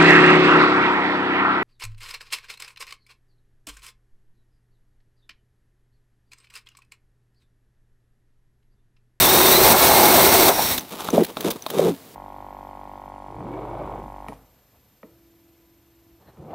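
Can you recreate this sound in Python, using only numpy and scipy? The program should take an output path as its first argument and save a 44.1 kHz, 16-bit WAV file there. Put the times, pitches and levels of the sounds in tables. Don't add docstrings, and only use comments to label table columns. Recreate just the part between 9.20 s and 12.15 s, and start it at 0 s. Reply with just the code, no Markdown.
import sys
import numpy as np
from scipy import signal
from scipy.fft import rfft, irfft
from scipy.io import wavfile

SR = 44100
rng = np.random.default_rng(int(sys.argv[2]) if len(sys.argv) > 2 else 0)


def bounce(signal):
    frames = np.transpose(np.atleast_2d(signal))
    limited = np.clip(frames, -1, 1)
    pcm = np.round(limited * 32767).astype(np.int16)
    wavfile.write(sys.argv[1], SR, pcm)


N = 130095

# (time [s], relative level [dB])
HISS_RIDE = [(0, -15), (.2, -16), (.3, -15.5), (.52, -14.5), (.545, -21.5), (.6, -17), (.65, -14.5),
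             (.7, -17), (1.0, -16), (1.283, -15.5), (1.308, -25), (1.41, -24.5), (1.46, -23), (1.53, -23.5),
             (1.55, -26.5), (1.575, -35), (1.635, -51), (1.7, -50)]
# (time [s], relative level [dB])
GRIND_RIDE = [(0, -26), (.1, -16), (.3, -17.5), (.45, -15), (.55, -12), (.57, -16.5), (.65, -15.5),
              (.8, -15.5), (1.0, -16), (1.04, -15.5), (1.2, -18.5), (1.3, -14), (1.345, -29), (1.395, -21),
              (1.44, -32), (1.53, -31.5), (1.62, -44), (1.68, -62)]
# (frequency [Hz], relative level [dB])
HISS_EQ = [(650, -1), (1100, -1.5), (1270, -6), (1390, -4.5), (1680, -7.5), (2200, -3.5), (2400, -5),
           (3100, -8), (3750, -2.5), (4150, -2), (4960, -8.5), (5790, -4), (7080, -12), (8180, -4.5),
           (10000, -9.5), (14800, -0.5), (15800, -7.5)]
GRIND_EQ = [(15, -55), (25, -43), (50, -32), (100, -33), (160, -9), (230, -5), (290, -7.5), (400, -7),
            (520, -0.5), (700, 0.5), (900, 0.5), (1200, -6), (1700, -9), (3000, -30)]
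# (frequency [Hz], bandwidth [Hz])
AUGER_MODES = [(376, 33.4), (690, 43), (838, 35)]
# (time [s], first [dB], second [dB], third [dB])
AUGER_RING_RIDE = [(0, -5.5, -25, -27), (.3, -1, -12, -16), (.55, -7.5, -18, -9), (.8, -7, -5.5, 1),
                   (1.0, -1.5, -5, -9), (1.22, 1, -5, -8), (1.33, -10, -4, -6), (1.55, -40, -6, -14)]
CHIPS_PER_S, CHIP_SPREAD_DB, HISS_DB, HISS_FLUTTER_DB = 14000, 1, 2.5, 0.99
LUMPS_PER_S, LUMP_SPREAD_DB, GRIND_DB, GRIND_FLUTTER_DB = 1500, 1.7, -3, 0.9
AUGER_LOW_CUT_HZ, AUGER_STOP_S = 240, 1.72

# (time [s], pitch [Hz])
GEAR_PITCH = [(0, 1900), (.07, 1760), (.115, 1887), (.3, 1825), (.37, 2040), (.46, 2108), (.63, 2240),
              (.81, 2100), (.9, 2194), (1.1, 2120), (1.18, 2210), (1.27, 2110), (1.33, 1850), (1.43, 1864),
              (1.5, 1830), (1.55, 1880)]
# (time [s], first [dB], second [dB], third [dB])
WHINE_RIDE = [(0, -45, -27, -36), (.15, -44, -27.5, -41), (.35, -34, -24, -43), (.48, -33, -37, -44),
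              (1.0, -29, -42, -47), (1.26, -32, -43, -46), (1.335, -55, -44, -36), (1.48, -55, -36, -32),
              (1.53, -58, -38, -38), (1.58, -80, -60, -80)]
WHINE_JITTER, LOADED_JITTER, LOADED_S, GEAR_STOP_S = .005, .013, (.44, 1.3), 2

# (frequency [Hz], relative level [dB])
AIR_EQ = [(30, -18), (86, -4), (170, -2), (280, 0), (500, -4), (1000, -8), (1500, -15.5), (3800, -16),
          (5500, -19), (8000, -20), (11000, -19), (13500, -17), (15700, -18)]
AIR_DB = -46

# (time [s], level [dB])
RUSTLE_RIDE = [(1.5, -45), (1.68, -46.5), (1.75, -41), (1.9, -42), (2.08, -41), (2.15, -53), (2.22, -44),
               (2.34, -42), (2.41, -54), (2.49, -45), (2.7, -47), (2.75, -47), (2.8, -58), (2.95, -68)]
# (frequency [Hz], relative level [dB])
RUSTLE_EQ = [(410, -37), (700, -8), (757, -14), (840, -8), (1430, -19), (3790, -16.5), (7160, -26),
             (15600, -19)]
RUSTLES_PER_S, RUSTLE_SPREAD_DB = 2800, 8

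# (time [s], hold [s], level [dB])
RASP_CUES = [(1.28, 0.011, -12.5), (1.578, 0.0058, -18), (1.607, .002, -30.5), (1.845, 0.0012, -29),
             (1.861, .003, -47), (1.881, 0.0023, -38), (2.034, 0.0037, -26.5), (2.046, 0.0038, -23.5),
             (2.171, .003, -35), (2.2062, 0.0027, -24), (2.303, 0.011, -22), (2.463, 0.0034, -30),
             (2.5015, .003, -24.5)]
# (frequency [Hz], relative level [dB])
RASP_EQ = [(300, 1), (1000, -1.5), (2500, -3.5), (3700, 5), (5000, -3.5), (8000, -7), (15000, 1)]
RASP_RISE_S, RASP_RELEASE_S = 0.00061, 0.013

# (time [s], envelope peak [dB], pitch [Hz])
JOLT_CUES = [(1.393, -12, 860), (1.933, -12.5, 263), (1.95, -12.5, 415), (1.979, -2.5, 605),
             (1.981, -9.5, 223), (2.019, -8, 370), (2.248, -14.5, 330), (2.262, -21, 530),
             (2.352, -33, 242), (2.593, -3, 523), (2.662, -10.5, 418)]
JOLT_RISE_CYCLES = 1.26

SHAFT_HZ, SHAFT_T60_S, SHAFT_DB = 265, 0.06, -38.5

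# (time [s], strike level [dB])
TICK_CUES = [(1.5945, -15.5), (1.8432, -38), (1.9045, -15), (2.207, -27), (2.306, -20), (2.4228, -22.5)]
CLACK_CUES = [(1.8868, -12.5), (2.1695, -13), (2.4635, -12)]
# (frequency [Hz], gain [dB], 60 dB decay time [s])
TICK_RING = [(2200, -15, .004), (4000, -13, .006), (5950, -6, 0.013), (6280, -6.5, 0.013),
             (9500, -12, .003), (14500, -9, .004)]
CLACK_RING = [(286, -11.5, .03), (630, -10, 0.037), (866, -6, 0.02), (1064, -8, 0.028), (1333, -6, 0.017),
              (2520, -15, 0.01), (3500, -11, 0.0081), (3770, -15, 0.027), (4280, -16.5, .012),
              (10500, -24, 0.0055)]
CHATTER_GAIN, CHATTER_DECAY_S = .1, .0012

# (time [s], rise [s], hold [s], crunch release [s], creak [dB], crunch [dB])
STEP_CUES = [(1.708, 0.0095, 0.019, 0.1, -34, -35.5), (1.782, 0.017, 0.017, .06, -45, -31),
             (1.838, 0.0074, 0.068, .08, -37.5, -35), (1.927, 0.0089, 0.084, 0.042, -19, -35),
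             (2.076, 0.018, 0.016, .04, -38, -43.5), (2.164, 0.0031, 0.074, 0.064, -37.5, -42),
             (2.241, .012, 0.034, 0.072, -23, -29.5), (2.356, 0.0046, 0.0036, 0.026, -40, -39),
             (2.478, 0.057, 0.053, 0.025, -29.5, -36), (2.573, 0.013, 0.11, 0.052, -22, -33)]
# (frequency [Hz], relative level [dB])
CREAK_EQ = [(30, -44), (90, -29), (125, -14), (170, 3), (260, -3), (340, -1), (450, 1), (600, -6),
            (800, -9.5), (1200, -28), (2000, -28.5), (5000, -39.5)]
CRUNCH_EQ = [(530, -11.5), (900, -3), (1240, -5), (1780, -19), (2350, -14), (2910, -15.5), (3750, -10),
             (4330, -18.5), (5060, -19), (6280, -18.5), (8170, -21), (14400, -20.5), (15800, -32)]
SLIPS_PER_S, SLIP_SPREAD_DB, CREAK_RELEASE_RATIO = 700, 1.5, 1.15
CRYSTALS_PER_S, CRYSTAL_SPREAD_DB, CRUNCH_CLUMP_DB = 2500, 3, 2.5

# (time [s], pitch [Hz], level [dB])
GROAN_RIDE = [(2.52, 429.6, -60), (2.54, 438.5, -27.5), (2.6, 473, -25.5), (2.63, 382, -22),
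              (2.66, 432, -18), (2.69, 408, -22.5), (2.712, 305, -25), (2.735, 274, -28.5),
              (2.755, 270, -44), (2.79, 270, -70)]
GROAN_JITTER, GROAN_FLUTTER_DB, GROAN_LOW_HZ, GROAN_LOW_DB = .11, 1.5, 180, -10.5

LOW_CUT_HZ, HIGH_CUT_HZ = 50, 15740
T = np.arange(N) / SR


def from_db(db):
    return 10 ** (np.asarray(db) / 20)


def unit_rms(x):
    return x / np.sqrt(np.mean(x ** 2) + 1e-20)


def ride(rows):
    times, *columns = np.transpose(rows)
    return [np.interp(T, times, column) for column in columns]


def drift(hz):
    pole = np.exp(-2 * np.pi * hz / SR)
    return unit_rms(signal.lfilter([1], [1, -2 * pole, pole * pole], rng.standard_normal(N + SR))[SR:])


def colour(x, eq):
    hz, db = np.transpose(eq)
    bins_hz = np.maximum(np.fft.rfftfreq(N, 1 / SR), 1)
    gain = from_db(np.interp(np.log(bins_hz), np.log(hz), db))
    return unit_rms(irfft(rfft(x) * gain, N))


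def grains(per_s, spread_db):
    sizes = from_db(spread_db * np.minimum(rng.exponential(1, N), 4))
    return (rng.random(N) < per_s / SR) * sizes * rng.choice([-1, 1], N)


def ring(x, hz, t60):
    radius, angle = from_db(-60 / (t60 * SR)), 2 * np.pi * hz / SR
    return signal.lfilter([0, np.sin(angle)], [1, -2 * radius * np.cos(angle), radius ** 2], x + 1e-18)


def envelope(start, rise, hold, release):
    tail_db = -30 * np.maximum(T - start - rise - hold, 0) / release
    return np.clip((T - start) / rise, 0, 1) * from_db(tail_db)


def blades():
    (hiss_db,), (grind_db,) = ride(HISS_RIDE), ride(GRIND_RIDE)
    hiss = colour(grains(CHIPS_PER_S, CHIP_SPREAD_DB), HISS_EQ)
    grind = colour(grains(LUMPS_PER_S, LUMP_SPREAD_DB), GRIND_EQ)
    low_cut = signal.butter(2, AUGER_LOW_CUT_HZ, "high", fs=SR, output="sos")
    for (hz, width), db in zip(AUGER_MODES, ride(AUGER_RING_RIDE)):
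        lumps = signal.sosfilt(low_cut, grains(LUMPS_PER_S, LUMP_SPREAD_DB))
        grind += from_db(db) * unit_rms(ring(lumps, hz, t60=np.log(1000) / (np.pi * width)))
    hiss *= from_db(HISS_DB + hiss_db + HISS_FLUTTER_DB * drift(hz=31))
    grind *= from_db(GRIND_DB + grind_db + GRIND_FLUTTER_DB * drift(hz=36))
    return (hiss + grind) * (T < AUGER_STOP_S)


def gears():
    hz, = ride(GEAR_PITCH)
    jitter = np.where((T > LOADED_S[0]) & (T < LOADED_S[1]), LOADED_JITTER, WHINE_JITTER)
    phase = 2 * np.pi * np.cumsum(hz * (1 + jitter * drift(hz=117))) / SR
    whine = sum(from_db(db) * unit_rms(np.sin(k * phase) * from_db(2.8 * drift(hz=35)))
                for k, db in enumerate(ride(WHINE_RIDE), 1))
    return whine * (T < GEAR_STOP_S)


def air():
    return from_db(AIR_DB) * colour(rng.standard_normal(N), AIR_EQ)


def rustle():
    db, = ride(RUSTLE_RIDE)
    return from_db(db) * colour(grains(RUSTLES_PER_S, RUSTLE_SPREAD_DB), RUSTLE_EQ)


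def rasps():
    grit = colour(grains(CHIPS_PER_S, CHIP_SPREAD_DB), RASP_EQ)
    return grit * sum(from_db(db) * envelope(start, RASP_RISE_S, hold, RASP_RELEASE_S)
                      for start, hold, db in RASP_CUES)


def jolts():
    knocks = np.zeros(N)
    for start, db, hz in JOLT_CUES:
        cycles = np.maximum(T - start, 0) * hz
        age = cycles / JOLT_RISE_CYCLES
        swell = (age * np.exp(1 - age)) ** 2
        knocks += from_db(db) * swell * np.sin(2 * np.pi * cycles)
    return knocks


def shaft_hum():
    bumps = colour(grains(LUMPS_PER_S, LUMP_SPREAD_DB), GRIND_EQ)
    hum = unit_rms(ring(bumps, SHAFT_HZ, SHAFT_T60_S))
    return from_db(SHAFT_DB) * envelope(start=1.42, rise=.12, hold=0.094, release=.07) * hum


def metal_hits(cues, modes):
    force = np.zeros(N)
    for start, db in cues:
        force[int(start * SR)] += from_db(db)
        decay = (T > start) * np.exp(-np.abs(T - start) / CHATTER_DECAY_S)
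        force += from_db(db) * CHATTER_GAIN * rng.standard_normal(N) * decay
    return sum((-1) ** k * from_db(db) * ring(force, hz, t60) for k, (hz, db, t60) in enumerate(modes))


def boots():
    creak = colour(grains(SLIPS_PER_S, SLIP_SPREAD_DB), CREAK_EQ)
    crystals = grains(CRYSTALS_PER_S, CRYSTAL_SPREAD_DB)
    crunch = colour(crystals * from_db(CRUNCH_CLUMP_DB * drift(hz=90)), CRUNCH_EQ)
    return sum(from_db(creak_db) * envelope(start, rise, hold, release * CREAK_RELEASE_RATIO) * creak
               + from_db(crunch_db) * envelope(start, rise, hold, release) * crunch
               for start, rise, hold, release, creak_db, crunch_db in STEP_CUES)


def groan():
    hz, db = ride(GROAN_RIDE)
    tones = []
    for pitch in (hz, GROAN_LOW_HZ):
        phase = 2 * np.pi * np.cumsum(pitch * (1 + GROAN_JITTER * drift(hz=94))) / SR
        tones.append(np.sin(phase) * from_db(GROAN_FLUTTER_DB * drift(hz=70)))
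    upper, lower = tones
    gate = (T > GROAN_RIDE[0][0]) & (T < GROAN_RIDE[-1][0])
    return from_db(db) * unit_rms(upper + from_db(GROAN_LOW_DB) * lower) * gate


def scene():
    bed = air()
    handling = metal_hits(CLACK_CUES, CLACK_RING) + metal_hits(TICK_CUES, TICK_RING) + rasps() + rustle()
    drilling = blades() + gears() + shaft_hum()
    snow = boots() + jolts() + groan()
    mono = drilling + snow + handling + bed
    return np.array([mono, mono])


def record(dry):
    low_cut = signal.butter(2, LOW_CUT_HZ, "high", fs=SR, output="sos")
    high_cut = signal.ellip(14, .1, 80, HIGH_CUT_HZ, fs=SR, output="sos")
    clipped = np.clip(signal.sosfilt(low_cut, dry), -.9, .9)
    return signal.sosfilt(high_cut, clipped)


dry = scene()
out = record(dry)
bounce(out)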